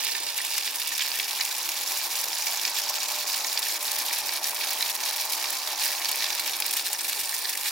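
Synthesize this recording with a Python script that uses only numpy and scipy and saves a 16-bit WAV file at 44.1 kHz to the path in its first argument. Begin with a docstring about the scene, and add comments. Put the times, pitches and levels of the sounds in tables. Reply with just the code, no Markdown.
"""A dense crackle of paddy husked by a steadily turning bench grinder, heard from close above.
Grain contacts are enveloped noise and clicks; kernels crack, tick on sheet metal and ring its modes.
Beneath them the casing rubs as noise modulated by the turning disc, the motor hums in sine harmonics
of the shaft speed, and the base sounds as filtered noise. A moving microphone shifts the levels."""
import sys
import numpy as np
from scipy import signal
from scipy.fft import rfft, irfft, next_fast_len
from scipy.io import wavfile
from scipy.ndimage import uniform_filter1d, map_coordinates

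SR = 44100
rng = np.random.default_rng(int(sys.argv[2]) if len(sys.argv) > 2 else 0)


def wrap_up_sound(samples):
    """Save the sound to the file named by the first command line argument, as 16-bit audio."""
    columns = np.atleast_2d(samples).T
    # keep every value between -1 and 1, then stretch to whole-number steps
    tamed = np.clip(columns, -1, 1)
    steps = np.round(tamed * 32767).astype(np.int16)
    wavfile.write(sys.argv[1], SR, steps)


N = 340011

# Levels in the tables are relative: layer trims, resonances and ports act after them.
# grain being worked, on average: (time [s], rasp level [dB], spray level [dB])
FEED = [(0.0, -30.5, -34), (0.25, -32.5, -35.5), (0.55, -32, -35), (1.1, -32.5, -37), (1.7, -32, -35),
        (2.1, -33.5, -34.5), (2.75, -31.5, -36.5), (3.3, -32.5, -35), (4.0, -31, -34.5), (4.75, -32, -36.5),
        (5.5, -32.5, -36), (6.25, -31, -38), (6.7, -32, -37.5), (7.25, -33.5, -33.5), (7.71, -35.5, -38.5)]
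# gulps of paddy: (time [s], width at half height [s], rasp gain [dB], spray gain [dB])
GULPS = [(0.375, 0.021, -1, 6), (0.576, 0.021, 2.5, 6), (1.02, 0.075, 4.5, -2), (1.406, .03, 2.5, -4),
         (1.908, 0.024, 4, 5), (2.778, 0.042, 3, 3), (4.494, 0.096, 0, 5.5), (4.632, 0.03, 4.5, 1),
         (4.889, .04, 5, 4), (4.954, 0.018, 1, 10), (5.09, 0.04, 2.5, 4), (5.327, 0.038, 0, 3.5),
         (5.847, 0.12, 3, 5), (6.214, 0.02, 3, 7.5), (6.775, 0.037, 3, 5), (7.67, 0.086, 5.5, 6)]
# moments when the hopper's neck starves: (time [s], width at half height [s], drop [dB])
LULLS = [(0.193, 0.041, 4), (0.356, 0.018, 3.5), (0.717, 0.012, 4.5), (1.273, 0.017, 5), (1.34, 0.04, 2.5),
         (1.736, 0.027, 3), (1.858, 0.019, 4), (2.187, .012, 3), (3.252, 0.02, 8), (3.791, 0.026, 9.5),
         (4.41, 0.024, 8), (4.54, 0.039, 5.5), (4.928, 0.025, 5), (4.978, 0.026, 6), (5.653, .035, 5.5),
         (5.765, 0.043, 5), (6.435, 0.018, 1), (6.833, 0.021, 4), (6.977, 0.033, 4.5)]
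# kernels crushed under the disc: (time [s], peak level [dB], pitch [Hz])
CRACKS = [(0.0672, -17, 3840), (0.0872, -20, 3700), (0.119, -21, 4720), (0.1514, -23, 5050),
          (0.269, -20.5, 4820), (0.2883, -19, 4660), (0.386, -21, 3670), (0.5524, -18.5, 5230),
          (0.5833, -21, 5200), (0.6764, -18, 5030), (0.817, -17, 3560), (0.993, -16, 5600),
          (1.0066, -16, 3400), (1.0184, -16, 3650), (1.1164, -17, 4700), (1.1977, -15.5, 3330),
          (1.389, -25, 5210), (1.4094, -12, 4400), (1.6891, -20, 3730), (2.015, -17, 4530),
          (2.33, -16, 5080), (2.4683, -19, 5760), (2.4826, -18, 5580), (2.651, -12, 5100),
          (2.677, -14, 5500), (2.764, -18, 5160), (2.8795, -24, 5740), (3.039, -21, 5650),
          (3.3423, -18, 4200), (3.4454, -16, 5540), (3.5756, -14, 3820), (3.628, -17, 3560),
          (3.8781, -18, 3850), (3.9993, -18, 5300), (4.0825, -19, 3760), (4.1684, -24, 4000),
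          (4.2917, -14, 4300), (4.442, -14.5, 5800), (4.6215, -23, 4240), (4.692, -19, 4280),
          (4.638, -16, 5740), (4.7102, -15, 5360), (4.8075, -14.5, 3890), (4.825, -12.5, 4060),
          (4.861, -22, 4130), (4.8815, -19, 5670), (5.0347, -16, 5700), (5.0866, -17, 4090),
          (5.4136, -20, 4950), (5.441, -17, 3900), (5.4564, -16.5, 3860), (5.674, -15, 4550),
          (5.8157, -16.5, 4080), (5.905, -21, 3830), (6.0463, -15, 5730), (6.055, -14.5, 4480),
          (6.115, -20, 4050), (6.127, -17, 4000), (6.2043, -20, 4110), (6.2228, -19, 3740),
          (6.2417, -13, 3800), (6.3031, -14, 5900), (6.328, -16, 4400), (6.395, -16, 4040),
          (6.477, -14.5, 5170), (6.534, -14, 3840), (6.54, -21, 3920), (6.622, -12, 4900),
          (6.7943, -17, 4010), (6.931, -24, 5500), (7.0078, -16.5, 5700), (7.4455, -18, 3770),
          (7.454, -17, 4600), (7.574, -23, 5610)]
# grains flung against sheet metal: (time [s], peak level [dB])
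TICKS = [(0.0074, -21), (0.1116, -19), (0.2349, -22), (0.3691, -22), (0.3785, -15), (0.4494, -16.5),
         (0.5407, -19), (0.5641, -22), (0.7574, -16.5), (0.7996, -14.5), (0.8729, -16), (0.9792, -15),
         (1.1882, -17), (1.4264, -20), (1.4504, -15), (1.4864, -25), (1.6904, -16), (1.8906, -24),
         (1.92, -15), (1.9744, -18), (2.1362, -20), (2.1625, -18), (2.1695, -19), (2.1946, -20),
         (2.1985, -20), (2.2124, -19), (2.2413, -15.5), (2.4595, -19), (2.5625, -21), (2.8958, -17),
         (3.1165, -19), (3.3704, -21), (3.4705, -22), (3.5285, -17), (3.5917, -15), (3.713, -23),
         (3.8277, -16), (3.8444, -18), (3.916, -14), (3.9584, -18), (3.9884, -17), (4.0627, -15),
         (4.1297, -15), (4.1834, -17), (4.2009, -20), (4.3635, -21), (4.4657, -21), (4.705, -17),
         (4.7305, -17), (4.8189, -18), (4.8788, -24), (4.8973, -16), (4.9442, -21), (5.0524, -17),
         (5.1617, -20), (5.2135, -20), (5.252, -19), (5.3023, -19), (5.3226, -17), (5.3495, -19),
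         (5.5039, -17), (5.528, -18), (5.675, -21), (5.8244, -18), (6.0457, -20), (6.115, -12.5),
         (6.1574, -16), (6.3505, -16), (6.3979, -14.5), (6.4734, -18), (6.4946, -18), (6.565, -18),
         (6.6014, -12), (6.6633, -15), (6.7095, -14), (6.736, -12), (6.8648, -17), (6.9301, -14),
         (7.0459, -17), (7.0868, -20), (7.0958, -14), (7.293, -18.5), (7.341, -15), (7.3887, -17.5),
         (7.4949, -16), (7.5748, -16), (7.611, -18), (7.6784, -18.5)]
# kernels that make the guard ring: (time [s], peak level [dB], favoured pitch [Hz])
PINGS = [(0.0682, -29, 2190), (0.0893, -26, 1800), (0.1511, -21, 1840), (0.3848, -21, 2340),
         (0.404, -21, 1900), (0.447, -23, 2280), (0.6764, -20, 2050), (0.9198, -21.5, 1840),
         (0.9941, -22, 2300), (1.0195, -21.5, 2220), (1.1638, -29, 1820), (1.1974, -22, 2050),
         (1.3972, -20, 2100), (1.4103, -19, 2200), (1.691, -24, 2350), (1.915, -27, 2300),
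         (1.997, -23, 2300), (2.4688, -21, 2360), (2.649, -20, 2320), (3.446, -21, 2000),
         (3.5732, -20, 2320), (3.6663, -23, 1770), (3.9784, -31, 1830), (4.108, -20.5, 2250),
         (4.2921, -27, 2000), (4.6094, -21.5, 2310), (4.808, -24, 1750), (4.8274, -23, 2300),
         (5.4425, -24, 2100), (5.886, -22, 2290), (5.9174, -31, 1840), (6.003, -26, 2310),
         (6.017, -23, 2310), (6.1438, -21.5, 2300), (6.2053, -21.5, 1950), (6.223, -23, 2280),
         (6.3949, -23.5, 2260), (6.9484, -22.5, 1820), (7.0945, -26, 1810), (7.328, -24, 1830),
         (7.3395, -27, 1820), (7.454, -23.5, 1900), (7.5522, -25, 1950), (7.66, -21.5, 2400)]
# modes of the sheet-metal guard: (frequency [Hz], level [dB])
GUARD_MODES = [(1640, -12), (1815, -1), (1950, -2), (2150, -6), (2300, -2.5), (2430, -3), (2880, -2),
               (3550, -1), (4050, -1)]
# spectra of the noise layers: (frequency [Hz], level [dB per Hz])
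RASP_SPECTRUM = [(200, -66), (1000, -23.5), (1450, -13), (1750, -2.5), (2050, -8.5), (2350, 0.5),
                 (3000, -4.5), (3900, -0.5), (5300, 0), (6400, -5), (8500, -12), (16000, -10.5)]
SPRAY_SPECTRUM = [(200, -70), (1000, -21), (2000, -4.5), (4000, -3), (7000, -1.5), (8400, -2.5),
                  (10000, 2.5), (11200, 2.5), (12800, 0.3), (14500, 1), (16000, -0.5)]
OPENING_SPECTRUM = [(1000, -73), (4800, -2.5), (5800, -0.5), (7300, -7.5), (8500, -11), (12000, -37)]
CASING_SPECTRUM = [(20, -90), (120, -47), (220, -27), (300, -18.5), (500, -9.5), (660, -7), (780, -2),
                   (950, -2.5), (1150, -3), (1400, -6.5), (2000, -6.5), (4000, -23)]
BASE_SPECTRUM = [(20, -70), (55, -45), (100, -26), (150, -8.5), (230, -7.5), (300, 0.5), (480, 4.5),
                 (800, -17), (2000, -50)]
RUMBLE_SPECTRUM = [(20, -20), (50, -13), (80, -2), (120, 0), (200, -18), (500, -50)]
# microphone moving over the machine and away: (time [s], casing level [dB], guard opening level [dB])
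VIEW = [(0.0, -47, -34), (0.5, -47.5, -46), (1.1, -46, -54), (1.6, -44, -35), (2.6, -42.5, -31),
        (3.35, -42.5, -30), (3.9, -43, -37), (4.8, -41.5, -40), (5.4, -42, -30.5), (6.1, -41, -36),
        (6.7, -44, -43), (7.2, -47.5, -48), (7.71, -46, -49)]
# nearness to each part: (time [s], chute [0-1], guard rim [0-1], tray [0-1])
NEARNESS = [(0, 0.9, 0.1, 0.6), (.6, 1, 0.5, 0.34), (1.2, 0.85, 0.3, 0.05), (1.7, 0.2, 0.8, 0.1),
            (2.3, 0.3, 0.7, 0.05), (3.4, 0.3, .85, 0.2), (4.0, 0.04, 0, 0), (5.4, 0, 0.1, 0.04),
            (6.3, 0, 0.2, 0), (6.9, 0.4, 0.4, 0.75), (7.4, 0.2, 0.2, 0.6), (7.71, 0.3, 0, 0.6)]
# resonances and hollows at those places: (frequency [Hz], width [Hz], peak or dip [dB])
AT_CHUTE = [(2840, 220, 4), (3540, 110, 3.5), (4050, 400, -2), (5000, 160, 2.5), (9050, 200, 1.5)]
AT_RIM = [(1840, 100, -7), (4530, 270, 0.5), (6600, 200, 3), (7300, 200, 4.5), (9000, 1100, -4),
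          (12000, 500, 0)]
AT_TRAY = [(1790, 100, 2.5), (3080, 250, -6), (6130, 300, -4), (8160, 270, 6), (9100, 170, 9),
           (10900, 700, -4.5)]
# resonances of the housing: (frequency [Hz], width [Hz], peak [dB])
HOUSING = [(305.5, 17, 6), (402, 11, 5), (605, 36, 4.5), (702, 10, 5.5), (774, 30, 4), (848, 87, 6.5),
           (945, 23.4, 8.5), (1030, 23, 6.5), (1103, 32, 3.5), (1810, 17, 4), (2277, 25, 5), (4040, 130, 2),
           (5730, 210, 2.5), (7230, 250, 1.5)]
# motor hum: (multiple of shaft speed [1], level over HUM_DB [dB], share of the beaming [0-1])
HUM = [(1, -34, 0.1), (2, -20.5, 0), (3, -19, 0.15), (4, -12, 0.03), (5, -16.5, 0), (6, -12.5, 0),
       (7, -4.5, 1), (8, -8, 0.7), (9, -6.5, 0.3), (10, -3, 0.5)]
# hum beaming straight up from the motor: (time [s], level [dB])
HUM_BEAM = [(0, -2), (.75, -7), (1.25, -12), (1.75, -7), (2.2, 0.5), (3.3, 4.5), (3.8, 1), (4.3, 3.5),
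            (5.2, 4.5), (5.7, 1), (6.2, 4.5), (6.7, -3), (7.2, -1), (7.71, -17)]
# swells of the second and fourth shaft orders: (time [s], level [dB])
SECOND_ORDER = [(0, -3), (.7, 0), (1.7, -4.5), (2.2, 0), (2.8, -1.5), (3.7, 0), (4.3, 4), (4.8, -2),
                (5.7, -3.5), (6.3, -1), (7.1, 1.5), (7.71, -4)]
FOURTH_ORDER = [(0, -9), (.8, -7), (1.4, 3.5), (2.7, -3), (3.7, -1), (4.3, 3), (4.8, 1), (5.7, 3.5),
                (6.6, 4), (7.2, 0), (7.71, 0)]
# iron base: (time [s], level [dB])
BASE_LEVEL = [(0, -61), (.8, -63.5), (1.7, -63.5), (2.7, -65.5), (3.6, -61.5), (4.5, -61), (5.7, -67),
              (6.7, -61), (7.2, -61), (7.71, -68)]
# left-right likeness of the noises: (frequency [Hz], correlation [-1 to 1])
ALIKE = [(100, 1), (400, 1), (800, 1), (1200, 0.83), (1550, 1), (2800, 0.73), (5600, 0.64), (10000, 0.59),
         (15000, 0.48)]
# sideways balance of the milling: (time [s], left minus right level [dB])
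PAN = [(0.0, -6), (0.17, -7), (0.49, -4), (1.07, -3.5), (1.29, -2), (1.93, -2.5), (2.64, -3), (3.48, -3),
       (4.08, -1.5), (5.65, -3), (7.07, -1.5), (7.71, -2.5)]
# balance of the two microphone ports: (frequency [Hz], left minus right level [dB])
BALANCE_DB = [(850, 0), (1050, 1.3), (1300, 0.5), (2350, 0.5), (2600, 0), (3150, -1.5), (4050, -5.5),
              (5000, -2), (6300, 1.5), (7200, -0.7), (11500, -1), (13000, 0), (15000, 0)]
# phase between the ports: (frequency [Hz], lead of the left [rad])
PORT_PHASE = [(900, 0.0033), (1100, -0.19), (1700, -0.42), (3300, 0.65), (4100, -0.51), (4900, 0.37),
              (6100, -0.28), (7200, 0.22), (8500, 0.39), (10500, -0.5), (12500, -0.14), (14500, -.2)]
# arrival time at the ports: (time [s], lead of the right [ms])
LEAD = [(0, 0.047), (.2, 0.04), (.4, 0.024), (1.1, 0.0041), (2.2, 0.0036), (7.71, 0)]

SHAFT_HZ = 86.0  # mean speed
FLUTTER_PER_S, FLUTTER_DB = 36, 1.24  # the uneven trickle, common to rasp and spray
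RASP_FLUTTER_DB, SPRAY_FLUTTER_DB = 0.5, 0.47  # each layer's own unevenness
# further contacts at chance moments: rate [per s], mean peak [dB], spread [dB]
MORE_CRACKS, MORE_TICKS, MORE_PINGS = (1.8, -18, 1.8), (5.5, -30, 2.2), (2, -35, 2.2)
SNAP_WIDTH, SNAP_T60_S = 0.197, 0.019  # cracked kernel: relative spread of modes, decay
HUSKS_PER_S, HUSK_DB, HUSK_SPREAD_DB = 80, 4.5, 1.3  # peak over the rasp level, scatter
HUSK_HZ, HUSK_SPREAD = 4496, 0.216  # usual pitch, relative scatter
HUSK_WIDTH, HUSK_T60_S = 0.172, 0.013  # relative spread of modes, decay
GUARD_HZ, GUARD_SPREAD = 2290, 0.064  # usual pitch of the chance pings, relative scatter
PING_FALL_DB_PER_OCT, PING_DETUNE = 24, 0.012  # fall away from the favoured pitch, relative mode scatter
PING_T60_S, PING_ATTACK_S = 0.027, 0.00025
PING_KNOCK_DB = -15  # knock relative to the tabled ping peak
CASING_LOW_HZ = 170  # casing and grain are hardly radiated below this
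HUM_DB = -55.5
HUM_SHAKE_PER_S, HUM_SHAKE_RAD = 30, 0.09  # grain jolts the disc: phase jitter per shaft order
RUMBLE_DB, RUMBLE_SWING_DB = -83.5, 5
TOP_HZ = 15900  # band limit
SIDES = np.array([[0.5], [-0.5]])  # splits a left-minus-right difference between the channels


def grain_flow():
    """Modulation of a granular flow: a slow feed in dB that flutters, gulps and starves."""
    rasp_db, spray_db = curves(FEED)
    flutter = FLUTTER_DB * wobble(FLUTTER_PER_S)
    rasp_db = rasp_db + flutter + RASP_FLUTTER_DB * wobble(22)
    spray_db = spray_db + flutter + SPRAY_FLUTTER_DB * wobble(45)
    for s, length, more_rasp_db, more_spray_db in GULPS:
        gulp = swell(s, length)
        rasp_db = rasp_db + more_rasp_db * gulp
        spray_db = spray_db + more_spray_db * gulp
    starved_db = sum(drop_db * swell(s, length) for s, length, drop_db in LULLS)
    return rasp_db - starved_db, spray_db - starved_db


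def rasp(rasp_db):
    """Shot noise of abrasion: husks are torn off in a dense crackle of short contacts."""
    crackle = shower(rate=1100, spread_db=2.5, t60=0.0087, tail_db=-6, clump_db=-0.5)
    return amp(rasp_db - 1.5) * crackle * rush(RASP_SPECTRUM, patchy_db=1.5)


def husks(rasp_db):
    """Impulsive fracture: single husks split in small pitched clicks above the crackle."""
    rows = []
    for s, peak_db in strays(HUSKS_PER_S, HUSK_DB, HUSK_SPREAD_DB):
        rows.append((s, peak_db, HUSK_HZ * np.exp(HUSK_SPREAD * rng.standard_normal())))
    return amp(rasp_db) * clusters(rows, HUSK_WIDTH, HUSK_T60_S, attack=0.00012)


def cracks():
    """Brittle fracture: whole kernels snap in a noise burst; the tabled ones also ring briefly."""
    s, peak_db = np.vstack([np.array(CRACKS)[:, :2], strays(*MORE_CRACKS)]).T
    envelope = bursts(s, amp(peak_db - 9.5), rise=0.00036, t60=0.021, tail_db=-14.5, tail_t60=0.12)
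    snap = envelope * rush(RASP_SPECTRUM, patchy_db=1.0)
    return snap + amp(-5.0) * clusters(CRACKS, SNAP_WIDTH, SNAP_T60_S, attack=0.00042)


def spray(spray_db, opening_db):
    """Shot noise of impacts: chaff and kernels pepper the guard; hiss spills from its open rim."""
    hail = shower(rate=850, spread_db=4.0, t60=0.0049, tail_db=-5.5, clump_db=1.1)
    on_guard = amp(spray_db + 3.0) * rush(SPRAY_SPECTRUM, patchy_db=1.5)
    from_rim = amp(opening_db - 7.0) * rush(OPENING_SPECTRUM, patchy_db=4.5)
    return hail * (on_guard + from_rim)


def ticks():
    """Impact excitation: single fast grains give a hard tap on sheet metal and a short rattle."""
    s, peak_db = np.vstack([TICKS, strays(*MORE_TICKS)]).T
    taps = bursts(s, amp(peak_db - 5.0), rise=0.0001, t60=0.016, tail_db=-1.5, tail_t60=0.038)
    return taps * rush(SPRAY_SPECTRUM, patchy_db=1.0)


def pings():
    """Modal excitation: a kernel rings all the guard's modes, favouring those near one pitch."""
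    rows = list(PINGS)
    for s, peak_db in strays(*MORE_PINGS):
        rows.append((s, peak_db, GUARD_HZ * np.exp(GUARD_SPREAD * rng.standard_normal())))
    out, t = np.zeros((2, N + SR)), np.arange(SR // 25) / SR
    envelope = (1 - np.exp(-t / PING_ATTACK_S)) * amp(-60 * t / PING_T60_S)
    mode_hz, mode_db = np.transpose(GUARD_MODES)[:, :, None]
    for s, peak_db, hz in rows:
        detune, size, phase, skew = rng.standard_normal((4, len(mode_hz), 1))
        fall_db = PING_FALL_DB_PER_OCT * np.abs(np.log2(mode_hz / hz))
        cycles = mode_hz * np.exp(PING_DETUNE * detune) * t + phase
        stereo_phase = 0.2 * np.array([skew, -skew])
        ring = amp(mode_db + 2.1 * size - fall_db) * np.sin(2 * np.pi * cycles + stereo_phase)
        add_blow(out, s, ring.sum(axis=1) * envelope, peak_db - 1.9)
    return out[:, :N]


def knocks():
    """Broadband contact force: the dull knock with which each tabled ping begins."""
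    s, peak_db, _ = np.transpose(PINGS)
    thud = bursts(s, amp(peak_db + PING_KNOCK_DB), rise=0.00084, t60=0.037, tail_db=-18, tail_t60=0.05)
    return thud * rush(RASP_SPECTRUM, patchy_db=9.5)


def shaft_angle():
    """Phase is integrated angular speed: the disc turns with a slight slow drift."""
    return 2 * np.pi * np.cumsum(SHAFT_HZ * (1 + 0.00251 * wobble(2.5))) / SR


def casing(angle, casing_db):
    """Amplitude modulation by rotation: the untrue disc's rub swells once and twice a turn."""
    drag = unit(amp(1.55 * np.cos(angle) + 0.77 * np.cos(2 * angle)))
    return amp(casing_db - 1.5 + 0.62 * wobble(45)) * drag * rush(CASING_SPECTRUM, patchy_db=1.7)


def motor(angle, beam_db):
    """Harmonic series of a rotor: sines on the shaft orders, with phase jitter growing with order."""
    own_db = {2: curves(SECOND_ORDER)[0], 4: curves(FOURTH_ORDER)[0]}
    hum = 0
    for k, order_db, share in HUM:
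        jitter = 0.12 * wobble(14) + HUM_SHAKE_RAD * wobble(HUM_SHAKE_PER_S)
        phase = k * (angle + jitter) + rng.uniform(0, 2 * np.pi)
        fade_db = 3.9 * wobble(16) + 1.0 * wobble(3.08)
        level_db = HUM_DB + order_db + share * beam_db + own_db.get(round(k), 0) + fade_db
        hum = hum + amp(level_db) * np.sqrt(2) * np.sin(phase)
    return hum


def base():
    """Structure-borne noise: the motor shakes its iron base; a very faint low rumble lies beneath."""
    level_db, = curves(BASE_LEVEL)
    rumble_db = RUMBLE_DB + RUMBLE_SWING_DB * wobble(11)
    rumble = amp(rumble_db) * rush(RUMBLE_SPECTRUM, patchy_db=1.0)
    return amp(level_db + 2.3 * wobble(14)) * rush(BASE_SPECTRUM, patchy_db=1.5) + rumble


def ringing(modes, hz):
    """Resonance: response of narrow second-order peaks or dips added to the direct sound."""
    response = 1
    for centre, width, db in modes:
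        damping = 1j * hz * width
        response = response + (amp(db) - 1) * damping / (centre ** 2 - hz ** 2 + damping)
    return response


def passing(x):
    """Near-field colouring: each part lends its resonances as the microphone comes near."""
    out = x
    for near, modes in zip(curves(NEARNESS), (AT_CHUTE, AT_RIM, AT_TRAY)):
        out = out + np.clip(near, 0, 1) * filtered(x, lambda hz: ringing(modes, hz) - 1)
    return out


def shower(rate, spread_db, t60, tail_db, clump_db):
    """Random superposition: clumped small contacts, evened in power over about 1/15 s."""
    when, size = rng.random((int(rate * N / SR), 2)).T
    sizes = amp(spread_db * np.minimum(-np.log(1 - size), 3.7))
    hail = bursts(when * N / SR, sizes, rise=0.0001, t60=t60, tail_db=tail_db, tail_t60=0.028)
    hail = hail * amp(clump_db * wobble(80))
    return hail / np.sqrt(np.abs(uniform_filter1d(hail ** 2, size=SR // 15)) + 1e-12)


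def bursts(times, sizes, rise, t60, tail_db, tail_t60):
    """Addition of powers: each contact flares, dies fast and rattles on more faintly."""
    t = np.arange(SR // 8) / SR
    decay = amp(-60 * t / t60) ** 2 + amp(tail_db - 60 * t / tail_t60) ** 2
    shape = (1 - np.exp(-t / rise)) ** 2 * decay
    blows = np.bincount(np.clip(times * SR, 0, N - 1).astype(int), sizes ** 2, N)
    return np.sqrt(np.abs(signal.fftconvolve(blows, shape / shape.max())[:N]))


def clusters(rows, width, t60, attack):
    """Modal ringing: each (time, peak, pitch) row sounds eight damped modes, drawn afresh."""
    out, t = np.zeros((2, N + SR)), np.arange(SR // 25) / SR
    envelope = (1 - np.exp(-t / attack)) * amp(-60 * t / t60)
    for s, peak_db, hz in rows:
        detune, size, phase, skew = rng.standard_normal((4, 8, 1))
        # the first mode lies on the pitch, later ones scatter more widely
        modes = hz * np.exp(width * detune * np.linspace(0, 1, len(detune))[:, None])
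        stereo_phase = hz / 9000 * np.array([skew, -skew])
        ring = amp(3.8 * size) * np.sin(2 * np.pi * (modes * t + phase) + stereo_phase)
        add_blow(out, s, ring.sum(axis=1) * envelope, peak_db)
    return out[:, :N]


def add_blow(out, s, blow, peak_db):
    """Linear superposition: add a stereo blow at time s, scaled to its peak level."""
    out[:, max(round(s * SR), 0):][:, :blow.shape[1]] += amp(peak_db) * blow / np.abs(blow).max()


def strays(rate, mean_db, spread_db):
    """Chance arrivals: rows (time [s], peak level [dB]) spread uniformly in time and level."""
    when, size = rng.random((int(rate * N / SR), 2)).T
    return np.column_stack([when * N / SR, mean_db + spread_db * np.sqrt(3) * (2 * size - 1)])


def rush(spectrum, patchy_db):
    """Partly coherent stereo noise of rms 1 with a patchy, shifting colour."""
    z = signal.stft(rng.standard_normal((2, N)), nperseg=256)[2]
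    field = uniform_filter1d(rng.standard_normal(z.shape[1:]), size=9, axis=0)
    field = uniform_filter1d(field, size=3, axis=1)
    pair = signal.istft(z * amp(patchy_db * unit(field)), nperseg=256)[1][:, :N]

    def mid_side(hz):
        turn = np.arccos(np.clip(along(ALIKE, hz), -1, 1)) / 2
        return amp(along(spectrum, hz)) * np.array([np.cos(turn), np.sin(turn)])

    mid, side = filtered(pair, mid_side)
    return unit(np.array([mid + side, mid - side]))


def swell(s, length):
    """Gaussian pulse: height 1 at time s, length seconds wide at half height."""
    return 0.5 ** np.minimum((2 * (np.arange(N) / SR - s) / length) ** 2, 60)


def wobble(rate):
    """Band-limited modulation: a smooth random curve with rate knots a second."""
    return map_coordinates(rng.standard_normal(int(N * rate / SR) + 4), [np.arange(N) * rate / SR])


def curves(rows):
    """Linear interpolation in time: one value per sample for each column after the first."""
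    s, *cols = np.transpose(rows)
    return [np.interp(np.arange(N) / SR, s, c) for c in cols]


def along(points, hz):
    """Interpolation on a logarithmic frequency axis."""
    f, v = np.transpose(points)
    return np.interp(np.log(hz + 1), np.log(f + 1), v)


def filtered(x, response):
    """Linear filtering: the spectrum of x times a response of frequency."""
    m = next_fast_len(N + 8192)
    return irfft(rfft(x, m) * response(np.fft.rfftfreq(m, 1 / SR)), m)[..., :N]


def delayed(x, lag_ms):
    """Propagation delay: x read later by a moving lag."""
    return map_coordinates(x, [np.arange(N) - lag_ms * SR / 1000], order=5)


def amp(db):
    """Decibel law: level to amplitude gain."""
    return 10 ** (np.asarray(db) / 20)


def unit(x):
    """Normalisation to rms 1."""
    return x / np.sqrt(np.mean(x ** 2) + 1e-20)


def scene():
    """Superposition of sources: the milling swings sideways as the microphone turns."""
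    rasp_db, spray_db = grain_flow()
    casing_db, opening_db = curves(VIEW)
    beam_db, = curves(HUM_BEAM)
    pan_db, = curves(PAN)
    angle = shaft_angle()
    milling = rasp(rasp_db) + husks(rasp_db) + cracks() + knocks() + pings()
    milling = milling * amp(SIDES * (pan_db + 1.5))
    flying = spray(spray_db, opening_db) + ticks()
    machine = passing(milling + flying) + casing(angle, casing_db)
    radiated = filtered(machine, lambda hz: 1 - 1 / (1 + (hz / CASING_LOW_HZ) ** 4))
    housed = filtered(radiated + base(), lambda hz: ringing(HOUSING, hz))
    return housed + motor(angle, beam_db)


def record(dry):
    """Two-port reception: level, phase and delay differences, a bass roll-off and a band limit."""
    lead_ms, = curves(LEAD)
    pair = np.array([delayed(dry[0], lead_ms), dry[1]])

    def response(hz):
        balance = amp(SIDES * along(BALANCE_DB, hz))
        phase = np.exp(1j * SIDES * along(PORT_PHASE, hz))
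        bass_cut = (1j * hz / (1j * hz + 55)) ** 2
        return balance * phase * bass_cut * (hz < TOP_HZ)

    return filtered(pair, response)


dry = scene()
out = record(dry)
wrap_up_sound(out)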